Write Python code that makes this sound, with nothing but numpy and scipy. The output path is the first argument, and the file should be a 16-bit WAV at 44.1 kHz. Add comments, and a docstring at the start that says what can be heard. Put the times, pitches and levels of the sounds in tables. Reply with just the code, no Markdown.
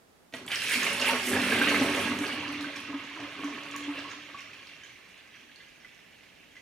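"""Liquid is poured from a steel pot into a wide plastic jar on a table in a quiet room.
First a few drops knock on the dry bottom, which rings as a set of dying tones.
Then the jet drums on the empty jar (noise through wall tones), and slugs of liquid thump it (low dying tones).
Trapped bubbles ring in the jar's air (swarms of short sines) and spray crackles (tiny, high rings and bursts).
As foam builds up the splashing sinks to a soft fizz with single plips; quiet room noise runs throughout."""
import sys
import numpy as np
from scipy import signal
from scipy.fft import rfft, irfft, next_fast_len
from scipy.io import wavfile
from scipy.ndimage import uniform_filter1d

SR = 44100
rng = np.random.default_rng(int(sys.argv[2]) if len(sys.argv) > 2 else 0)


def put_to_file(sound):
    """Save the sound as 16-bit audio at rate SR, in the file named by the first command-line argument."""
    columns = np.atleast_2d(sound).T  # one column per channel
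    safe = np.clip(columns, -1, 1)
    whole_steps = np.round(safe * 32767)
    wavfile.write(sys.argv[1], SR, whole_steps.astype(np.int16))


def gain_from_db(level_db):
    """Turn a decibel level (scalar or array-like) into a linear amplitude factor."""
    decades = np.asarray(level_db, float) / 20
    return 10 ** decades


N = 291589  # length in samples

# Table levels are relative: the functions below add their own offsets.
# First drops on the dry bottom: start_s, level_db, tilt_db_per_octave
DRY_DROPS = [(.3252, -45, 0), (.3376, -26.5, 1), (.3444, -51, 9), (0.478, -29.5, 14), (0.5169, -19, 8.5)]
# Tones of the thin bottom: pitch_hz, level_db, t60_s (time to fall by 60 dB)
BOTTOM_TONES = [(475, 0, 0.14), (656, 4, 0.12), (902, -4, .12), (1400, -7, 0.22), (1550, -1, 0.078),
                (1930, -7, 0.13), (1930, 5.5, 0.081), (2290, -3, .08), (3050, 0, 0.074), (3300, 3, 0.035),
                (3440, -13, 0.033), (4930, -27, 0.1)]
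# Level of the small bubbles: time_s, level_db
BUBBLE_LEVEL = [(0.33, -55), (0.35, -42.5), (0.45, -58.5), (0.52, -33), (0.59, -35.5), (0.75, -26),
                (0.77, -30.5), (0.85, -29.5), (0.98, -32), (1.1, -25), (1.12, -31.5), (1.24, -34),
                (1.36, -29.5), (1.5, -29), (1.52, -27.5), (2.08, -32.5), (2.18, -39.5), (2.24, -36),
                (2.86, -43.5), (3.95, -43), (3.98, -38.5), (4.06, -46), (4.11, -40), (4.16, -46.5),
                (5.11, -55), (6.61, -59)]
# Level of the big air pockets, which the slosh follows: time_s, level_db
POCKET_LEVEL = [(0.33, -56), (0.35, -46), (0.38, -51), (1.05, -33.5), (1.1, -30), (1.26, -40.5),
                (1.32, -33), (1.85, -32), (2.86, -50.5), (2.9, -45.5), (3.13, -52.5), (3.18, -46),
                (4.0, -45.5), (4.32, -57), (4.35, -51), (4.4, -55), (4.65, -60.5), (6.61, -81.5)]
# Clusters of bubbles that boil up through the foam: start_s, lift_db
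BUBBLE_SURGES = [(1.67, 6), (1.94, 2), (2.06, -0.5), (2.42, 2), (2.6, 1.5), (2.75, 5.5), (3.0, 2), (3.2, 1),
                 (3.43, 1.5), (3.75, 1.5), (4.37, 5.5), (4.53, 2), (4.69, 3.5), (4.83, 7), (5.08, 4),
                 (5.17, 3), (5.34, 6.5), (5.6, 3.5), (5.77, 0), (5.85, 2), (6.11, 3.5), (6.22, 4.5),
                 (6.38, 1), (6.55, 7)]
# Loudest single bubbles: start_s, level_db, pitch_hz, t60_s
LOUD_PLIPS = [(0.5176, -27, 2380, 0.052), (.5473, -19, 2090, 0.017), (0.6178, -22.5, 2700, 0.033),
              (0.7355, -17.5, 3150, 0.017), (.8636, -15.5, 2140, 0.022), (1.0176, -21, 2740, 0.063),
              (1.0883, -24, 904, 0.11), (1.332, -20.5, 1670, 0.048), (1.3629, -18, 1696, 0.043),
              (1.52, -18, 1653, 0.067), (1.576, -21, 1600, .032), (1.6145, -13.5, 1560, 0.049),
              (1.7436, -13.5, 2050, 0.022), (2.241, -24, 1640, 0.031), (2.325, -26, 2860, 0.036),
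              (2.642, -29.5, 1550, 0.054), (2.9305, -34, 1020, .048), (3.004, -32.5, 2200, .04),
              (3.4351, -28.5, 1100, 0.025), (3.7416, -36.5, 1130, 0.099), (3.9768, -33, 2724, 0.1),
              (4.305, -47, 2420, .027), (4.344, -36.5, 1130, 0.13), (4.5324, -34.5, 2540, 0.038),
              (4.6279, -39, 2380, .032), (4.69, -47, 2750, .06), (4.833, -42, 3040, 0.05),
              (5.36, -50, 2700, .04), (5.6, -48, 2030, 0.12), (5.846, -38, 2000, 0.054),
              (5.99, -44.5, 1990, 0.036), (6.2343, -45, 2450, 0.028), (6.5661, -39.5, 2000, 0.058)]
# Spectrum of the small bubbles: frequency_hz, level_db_per_hz
BUBBLE_SPECTRUM = [(820, -35), (1400, -18.5), (1640, -2.5), (1900, -6), (2070, -1), (2500, -2),
                   (2720, -1.5), (4500, -19), (5850, -113), (9900, -120)]
# Air pockets in shallow liquid: frequency_hz, level_db_per_hz
SHALLOW_POCKETS = [(240, -29), (400, -3.5), (488, -7), (568, -4), (644, -7.5), (906, -6), (1400, -10),
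                   (1820, -20), (3080, -120)]
# Air pockets in deep liquid: frequency_hz, level_db_per_hz
DEEP_POCKETS = [(240, -34), (400, -11.5), (461, -17), (560, -10), (669, -9.5), (851, -14.5), (1100, -5),
                (1400, -14.5), (1820, -18), (3080, -120)]
# How far the pockets have turned into deep-liquid ones: time_s, share_0_to_1
DEEP_SHARE = [(1.7, 0), (2.6, 1)]
# Tones of the air inside the jar: pitch_hz, width_hz, level_db over the open sound
AIR_TONES = [(443, 140, -5.5), (563, 12.3, 2), (923, 12, -1), (1106, 13.6, 4.5), (1130, 12, -17),
             (1255, 57, -2), (1464, 470, -12), (2000, 35, -9), (2380, 23, -9), (2726, 26, -7),
             (3040, 7.5, -22)]
# Foam smothers the treble: time_s, spray_db over bubbling, mist_db over bubbling
FOAM_COVER = [(.33, -6, -6.5), (.42, -16, -16), (.48, -16, -13), (.7, -7.5, -9.5), (1.1, -14, -14),
              (1.25, -7.5, -8.5), (1.6, -13.5, -14.5), (2.05, -11.5, -13.5), (2.25, -15, -13.5),
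              (2.45, -18, -24), (2.8, -16.5, -21.5), (3.1, -18, -27), (3.5, -15, -20), (3.8, -22.5, -21),
              (4.1, -15.5, -25), (5, -14, -22.5), (6.61, -12, -34)]
# Sharp drops of spray: start_s, level_db, pitch_hz
SPRAY_TICKS = [(0.4646, -34.5, 8410), (.4851, -33, 10300), (0.517, -35, 9500), (0.547, -31, 8000),
               (0.5576, -21.5, 5320), (0.6187, -24, 4240), (0.9305, -28, 8900), (.998, -24.5, 4370),
               (1.2574, -31, 4760), (2.1885, -27.5, 5970), (2.266, -29, 4320), (2.4806, -34.5, 4680),
               (2.5235, -41, 9200), (2.6088, -29, 4180), (2.763, -33, 5300), (2.8028, -43, 10000),
               (3.038, -45, 6240), (3.203, -40, 5200), (3.4433, -36, 5930), (3.6344, -35, 5560),
               (3.7128, -34, 5970), (3.7628, -29.5, 6700), (3.8075, -44, 8200), (3.839, -39, 5700),
               (3.988, -40, 4540), (4.099, -43, 5450), (4.3868, -46, 5950), (4.406, -37.5, 5200),
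               (4.67, -39, 4280), (5.5591, -41.5, 4360), (5.9467, -49, 4740)]
# Lift from the burst of smaller drops around each tick: spray_db, mist_db
SPATTER_LIFT = [5.5, 2]
# Spectrum of the spray: frequency_hz, level_db_per_hz
SPRAY_SPECTRUM = [(2650, -30), (4500, 3.5), (5140, 5), (5920, 6), (6470, 1.5), (7020, 2.5), (7500, -30),
                  (9750, -41), (16500, -120)]
# Spectrum of the finest drops: frequency_hz, level_db_per_hz
MIST_SPECTRUM = [(4410, -30), (7500, 2), (10000, 1), (13200, -13), (15600, -20)]
# Spectrum of bursting foam cells: frequency_hz, level_db_per_hz
FIZZ_SPECTRUM = [(4600, -25), (5200, -7), (5600, 2.5), (5950, -4.5), (6400, 0), (6900, -12), (7500, -30)]
# Thrust of the jet on the jar: time_s, level_db
JET_THRUST = [(.33, -46), (.45, -47), (.55, -54.5), (.8, -40.5), (1.2, -42.5), (1.33, -26.5), (1.45, -32.5),
              (1.6, -29), (1.9, -29), (2.15, -33), (2.45, -44), (2.551, -39), (2.8, -45.5), (3.1, -48.5),
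              (3.25, -39.5), (3.33, -53), (3.4, -36.5), (3.55, -40.5), (3.65, -48.5), (3.85, -43),
              (3.93, -40), (4.2, -49.5), (4.5, -62), (4.7, -67), (5.2, -76), (5.4, -61), (5.7, -75),
              (6.61, -71)]
# Part of the thrust that shakes the empty jar, not the loaded one: time_s, share_0_to_1
EMPTY_SHARE = [(.3, 0.82), (1.2, 0.99), (1.9, 0.64), (2.3, 0.4), (2.7, 0.09), (4, 0), (4.6, 0.06),
               (6.6, 0.3)]
# Slugs of liquid that thump the jar: start_s, level_db, pitch_hz, t60_s
SLUG_THUMPS = [(0.335, -34, 253, 0.18), (0.822, -32, 245, 0.15), (1.016, -27, 263, 0.13),
               (1.128, -22.5, 247, 0.17), (1.28, -35, 242, 0.12), (1.329, -21.5, 253, 0.24),
               (1.518, -12.5, 238, 0.11), (1.612, -19.5, 281, 0.21), (1.706, -18.5, 266, 0.07),
               (1.811, -8, 264, 0.11), (1.942, -22, 260, 0.13), (2.108, -12.5, 266, 0.065),
               (2.206, -13.5, 284.4, 0.11), (2.329, -25.5, 263, 0.14), (2.377, -18, 296, 0.075),
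               (2.481, -20.5, 281, 0.11), (2.588, -28.5, 288.3, 0.33), (2.663, -21, 276, 0.073),
               (2.889, -23.5, 286, 0.18), (2.939, -16.5, 282.6, 0.13), (3.156, -31.5, 313, 0.15),
               (3.442, -20.5, 285, 0.15), (3.878, -21, 290, 0.25), (3.973, -37, 276, 0.21)]
# Wall and table tones: pitch_hz, width_hz (before widening), empty_db, loaded_db
WALL_TONES = [(95, 15, -16.5, -39), (203, 10, -4.5, -36), (247, 17.8, 1.5, -14), (288.3, 13.1, -9.5, 8),
              (294.4, 103, -17, 1.5), (373.4, 8.9, -5, -36), (399.6, 17, -8.5, -45)]
# Slosh rumble over the pockets: time_s, level_db
SLOSH_LEVEL = [(.33, -9), (1, -17.5), (1.7, -14), (2.7, -9.5), (3.5, -16), (4.3, -9.5), (5.3, -5.5),
               (6.61, 8)]
# Spectrum of the slosh: frequency_hz, level_db_per_hz
SLOSH_SPECTRUM = [(30, -26), (70, -8), (95, 4.5), (140, 2.5), (250, -3), (400, -0.5), (600, -48),
                  (1000, -60)]
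# How long the room echoes: frequency_hz, t60_s
ECHO_TIMES = [(100, 0.13), (500, 0.59), (2000, 0.47), (6000, 0.59), (14000, 0.13)]
# Echo over the direct sound: frequency_hz, level_db
ECHO_LEVELS = [(60, -26), (250, -24), (420, -14), (700, -9), (1200, -7), (2000, -6), (3200, -3), (4500, 4),
               (6500, 1), (9000, 0), (14000, 1)]
# Room air and microphone hiss: frequency_hz, level_db_per_hz
HUSH_SPECTRUM = [(15, -43), (25, -2), (70, -9.5), (129, -9), (169, -6.5), (227, -5), (616, -8.5),
                 (947, -12), (6410, -24.5), (11300, -26.5), (15600, -32)]
# Left-right likeness of that noise: frequency_hz, likeness_0_to_1
HUSH_LIKENESS = [(50, 0.77), (300, 0.1), (1500, 0.067), (5000, 0.067), (15000, 0.033)]
# Balance of the two ports: frequency_hz, left_minus_right_db
PORT_BALANCE = [(60, -1), (180, -0.5), (550, -1), (1650, -4.5), (4970, -3.5), (15000, -3.0)]
# How far the left port is ahead: frequency_hz, lead_radians
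PORT_LEAD = [(60, 0), (400, .05), (1000, .15), (2000, .33), (2800, .3), (4400, 1.1), (5800, .3), (9000, .1),
             (15000, 0)]


def evened(x):
    """Scales to rms 1."""
    return x / np.sqrt(np.mean(x ** 2) + 1e-20)


def read(points, hz):
    """Reads a spectrum on a log-frequency axis."""
    f, value = np.transpose(points)
    return np.interp(np.log(hz + 1), np.log(f + 1), value)


def curve(rows):
    """Joins table rows into one value a sample; each end row holds beyond its time."""
    s, *columns = np.transpose(rows)
    return [np.interp(np.arange(N) / SR, s, c) for c in columns]


def swells(rows, rise_s, fall_s):
    """One swell a row, 0-1: a quick rise from its start, then it sinks."""
    t = np.arange(N) / SR - np.array([row[0] for row in rows])[:, None]
    return np.clip(t / rise_s, 0, 1) * np.exp(-np.maximum(t - rise_s, 0) / fall_s)


def add(mix, s, sound):
    """Mixes a sound in at a time in seconds."""
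    part = mix[round(s * SR):][:len(sound)]
    part += sound[:len(part)]


def coloured(x, points):
    """Filters by a spectrum in dB."""
    size = next_fast_len(x.shape[-1])
    gain = gain_from_db(read(points, np.fft.rfftfreq(size, 1 / SR)))
    return irfft(rfft(x, size) * gain, size)[..., :x.shape[-1]]


def resonate(x, hz, width):
    """One resonance with a gain of about 1 at its pitch; width in Hz."""
    pole = np.exp((2j * np.pi * hz - np.pi * width) / SR)
    return 2 * signal.lfilter([1 - abs(pole)], [1, -pole], x).real


def ring(hz, t60, glide, rise_s):
    """A dying sine; with glide its pitch climbs, as a bubble's does when it nears the surface."""
    t = np.arange(round(max(t60, .002) * SR)) / SR
    tone = np.sin(2 * np.pi * hz * t * (1 + glide * t / t60))
    return tone * gain_from_db(-60 * t / t60) * (1 - np.exp(-t / rise_s))


def slap(hz, spread, t60):
    """A short burst of noise about a pitch, peak 1; spread is the width as a share of the pitch."""
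    t = np.arange(round(t60 * SR)) / SR
    burst = rng.standard_normal(len(t)) * gain_from_db(-60 * t / t60)
    burst = resonate(resonate(burst, hz, spread * hz), hz, spread * hz)
    return burst / abs(burst).max()


def swarm(spectrum, level_db, per_s, cycles, spread_db, clump_db, patch_db, count=36):
    """Rings of many sizes, a few large; they clump as the surface heaves, and come in patches of like size."""
    lo_hz, hi_hz = spectrum[1][0], spectrum[-2][0]
    # slow random curves, one value per 128 samples
    chance = uniform_filter1d(rng.standard_normal((N // 128 + 1, count + 1)), size=7, axis=0)
    heave = evened(chance[:, -1])
    patches = evened(uniform_filter1d(chance[:, :-1], size=7, axis=1))
    happens = rng.random(N) < per_s / SR
    size = gain_from_db(spread_db * np.minimum(rng.exponential(1, N), 5)) * happens
    kind = rng.integers(0, count, N)  # which pitch each ring gets
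    frame = np.arange(N) // 128
    grouping_db = clump_db * heave[frame] + patch_db * patches[frame, kind]
    train = evened(size * gain_from_db(grouping_db)) * gain_from_db(level_db)
    pitches = np.geomspace(lo_hz, hi_hz, count)
    shares = gain_from_db(read(spectrum, pitches)) * np.sqrt(pitches)  # sizes are spread evenly in octaves
    out = np.zeros(N)
    for k, hz in enumerate(pitches):
        t60 = cycles * rng.uniform(0.85, 1.88) / hz
        bubble = ring(hz, t60, rng.uniform(0, 0.12), .5 / hz)
        bubble *= shares[k] / np.linalg.norm(bubble)
        out += signal.oaconvolve(train * (kind == k), bubble)[:N]
    return out / np.sqrt(np.mean(shares ** 2))


def bubbling(level_db, pockets_db):
    """Small bubbles, large air pockets and single plips, all ringing the air in the jar."""
    out = swarm(BUBBLE_SPECTRUM, level_db - 1.5, 3000, 16.6, 0.67, 0.39, 1.35, count=48)
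    deep = np.clip(curve(DEEP_SHARE)[0], 1e-4, 1 - 1e-4)
    shallow_db = pockets_db + 10 * np.log10(1 - deep) - 4
    deep_db = pockets_db + 10 * np.log10(deep) - 4
    out += swarm(SHALLOW_POCKETS, shallow_db, 1500, 15.3, 2.74, 0.3, 2.35, count=24)
    out += swarm(DEEP_POCKETS, deep_db, 2500, 23, 3.1, 1.15, 3.5, count=24)
    # scattered bubbles that ring longer
    out += swarm(BUBBLE_SPECTRUM, level_db - 9, 150, 64, 1.1, 2.3, 0.2, count=20)
    for s, db, hz, t60 in LOUD_PLIPS:
        add(out, s, gain_from_db(db) * ring(hz, t60, 0.029, 0.001))
        add(out, s, gain_from_db(db - 6.5) * slap(hz, 0.89, 0.095))  # slap of the surface
    return out + sum(gain_from_db(db) * resonate(out, hz, width) for hz, width, db in AIR_TONES)


def spray(spray_db, mist_db):
    """Tiny drops crackle as short high rings and bursts; bursting foam cells fizz as the liquid deepens."""
    out = swarm(SPRAY_SPECTRUM, spray_db - 8.5, 3000, 6.7, 2.1, 2.8, 0.8, count=40)
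    out += swarm(MIST_SPECTRUM, mist_db - 3.5, 7000, 9.2, 1.7, 3.2, 0.73, count=48)
    # scattered larger drops
    out += swarm(SPRAY_SPECTRUM, spray_db - 6.5, 200, 48, 2.7, 2.1, 0.54, count=20)
    out += swarm(MIST_SPECTRUM, mist_db - 13, 250, 8.6, 3.9, 1.3, 0.98, count=20)
    foam_db = 10 * np.log10(np.clip(curve(DEEP_SHARE)[0], 1e-4, 1))
    out += swarm(FIZZ_SPECTRUM, spray_db + foam_db - 7, 350, 50, 3.6, 2.5, 2.3, count=16)
    # one drop bursts with a brighter snap than the rest
    add(out, 3.7635, gain_from_db(-37) * slap(12000, .5, 0.013))
    for s, db, hz in SPRAY_TICKS:
        add(out, s, gain_from_db(db) * ring(hz, .006, .05, .00015))
        add(out, s, gain_from_db(db - 1) * slap(hz, 0.53, 0.014))  # crack of the drop
    return out


def jar(thrust_db):
    """The uneven jet shakes the walls, whose tones change as the jar fills; slugs thump it."""
    empty = curve(EMPTY_SHARE)[0]
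    hits = rng.random(N) < 900 / SR  # about 900 a second
    strength = gain_from_db(2.25 * np.minimum(rng.exponential(1, N), 4))
    jet = evened(strength * rng.standard_normal(N) * hits)
    bare, loaded = np.zeros(N), np.zeros(N)
    for hz, width, empty_db, loaded_db in WALL_TONES:
        tone = resonate(resonate(jet, hz, 1.16 * width), hz, 1.16 * width) / np.sqrt(width)
        bare += gain_from_db(empty_db) * tone
        loaded += gain_from_db(loaded_db) * tone
    bare, loaded = evened(bare), evened(loaded)
    # the heavy jar hums more evenly
    loaded = evened(loaded / (uniform_filter1d(loaded ** 2, size=500) + 0.055) ** 0.14)
    drumming = gain_from_db(thrust_db - 2) * (np.sqrt(empty) * bare + np.sqrt(1 - empty) * loaded)
    thumps, broken = np.zeros(N), np.zeros(N)
    for s, db, hz, t60 in SLUG_THUMPS:
        add(thumps, s, gain_from_db(db) * ring(hz, t60, 0, 0.011))
        add(broken, s, signal.windows.tukey(round(0.49 * t60 * SR), .5))
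    # a slug weakens the steady jet while it lands
    return thumps + drumming * (1 - np.clip(0.18 * broken, 0, 1))


def knocks():
    """Each first drop rings the thin bottom; the tilt lifts the high tones, as small drops do."""
    out = np.zeros(N)
    for s, db, tilt_db in DRY_DROPS:
        rung = np.zeros(SR // 2)
        for hz, tone_db, t60 in BOTTOM_TONES:
            sign = rng.choice([-1, 1])
            octaves = np.log2(hz / BOTTOM_TONES[0][0])
            add(rung, 0, sign * gain_from_db(tone_db + tilt_db * octaves) * ring(hz, t60, 0, 0.00048))
        add(out, s, gain_from_db(db) * rung / abs(rung).max())
        add(out, s, gain_from_db(db + 0.5) * slap(2630, 0.84, 0.022))
    return out


def slosh(level_db):
    """The moving mass of liquid rumbles through the table, as low filtered noise."""
    return gain_from_db(level_db + 3) * evened(coloured(rng.standard_normal(N), SLOSH_SPECTRUM))


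def room(x, count=3):
    """Sparse random echoes, each band dying at its own speed, in several tails that fade in and out in turn."""
    taps = np.zeros((count, 2, SR // 2))
    at = np.arange(120, SR // 2 - 20, 20)
    at = at + rng.integers(0, 20, (count, 2, len(at)))
    np.put_along_axis(taps, at, rng.choice([-1., 1.], at.shape), -1)
    hz, t, z = signal.stft(taps, SR, nperseg=256)
    z *= gain_from_db(-60 * t / read(ECHO_TIMES, hz)[:, None])
    z /= np.sqrt(uniform_filter1d((abs(z) ** 2).sum(-1), size=9))[..., None]  # evens the energy of the bands
    tails = signal.istft(z, SR, nperseg=256)[1]
    tails /= np.linalg.norm(tails[0, 0])
    # the tails take turns so that no fixed tones stand out; squares of the windows sum to 1
    turn = np.pi * (2.282 * np.arange(N) / SR + np.arange(count)[:, None] / count)
    fed = coloured(x, ECHO_LEVELS) * np.cos(turn) * np.sqrt(2 / count)
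    return signal.fftconvolve(fed[:, None], tails, axes=-1).sum(0)[:, :N]


def hush():
    """Steady room noise, much alike in both ears only in the bass."""
    left, other = rfft(rng.standard_normal((2, N)))
    hz = np.fft.rfftfreq(N, 1 / SR)
    same = read(HUSH_LIKENESS, hz)
    right = same * left + np.sqrt(1 - same ** 2) * other
    both = np.array([left, right]) * gain_from_db(read(HUSH_SPECTRUM, hz))
    return gain_from_db(-61) * evened(irfft(both, N))


def scene():
    """Mixes the pour, its echoes and the hush; the steady layers of the pour wait until 0.33 s."""
    poured = np.where(np.arange(N) < .33 * SR, -200, 0)  # dB
    level_db = curve(BUBBLE_LEVEL)[0] + poured
    pockets_db = curve(POCKET_LEVEL)[0] + poured
    thrust_db = curve(JET_THRUST)[0] + poured
    surge_lift_db = np.transpose(BUBBLE_SURGES)[1]
    level_db = level_db + surge_lift_db @ swells(BUBBLE_SURGES, rise_s=0.0066, fall_s=0.031)
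    # each slug drags extra air under
    gulp_db = 4.5 * swells(SLUG_THUMPS, rise_s=0.006, fall_s=0.04).max(0)
    spatter = swells(SPRAY_TICKS, rise_s=0.0035, fall_s=0.019).max(0)
    spray_db, mist_db = level_db + curve(FOAM_COVER) + np.c_[SPATTER_LIFT] * spatter
    pour = bubbling(level_db, pockets_db + gulp_db)
    pour += spray(spray_db, mist_db)
    pour += jar(thrust_db)
    pour += knocks()
    pour += slosh(pockets_db + curve(SLOSH_LEVEL)[0])
    return gain_from_db(-2) * (pour + room(pour)) + hush()


def roll_off(x):
    """The treble ends steeply here."""
    return signal.sosfilt(signal.butter(12, 15730, fs=SR, output="sos"), x)


def record(dry):
    """Two close ports: the left is a little quieter and ahead in phase; the deep bass is cut."""
    hz = np.fft.rfftfreq(N, 1 / SR)
    side = np.array([[.5], [-.5]])  # left, right
    ports = gain_from_db(side * read(PORT_BALANCE, hz)) * np.exp(1j * side * read(PORT_LEAD, hz))
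    heard = irfft(rfft(dry) * ports, N)
    bass_cut = signal.butter(2, 50, "high", fs=SR, output="sos")
    mix = signal.sosfilt(bass_cut, heard)
    return roll_off(mix)


dry = scene()
out = record(dry)
put_to_file(out)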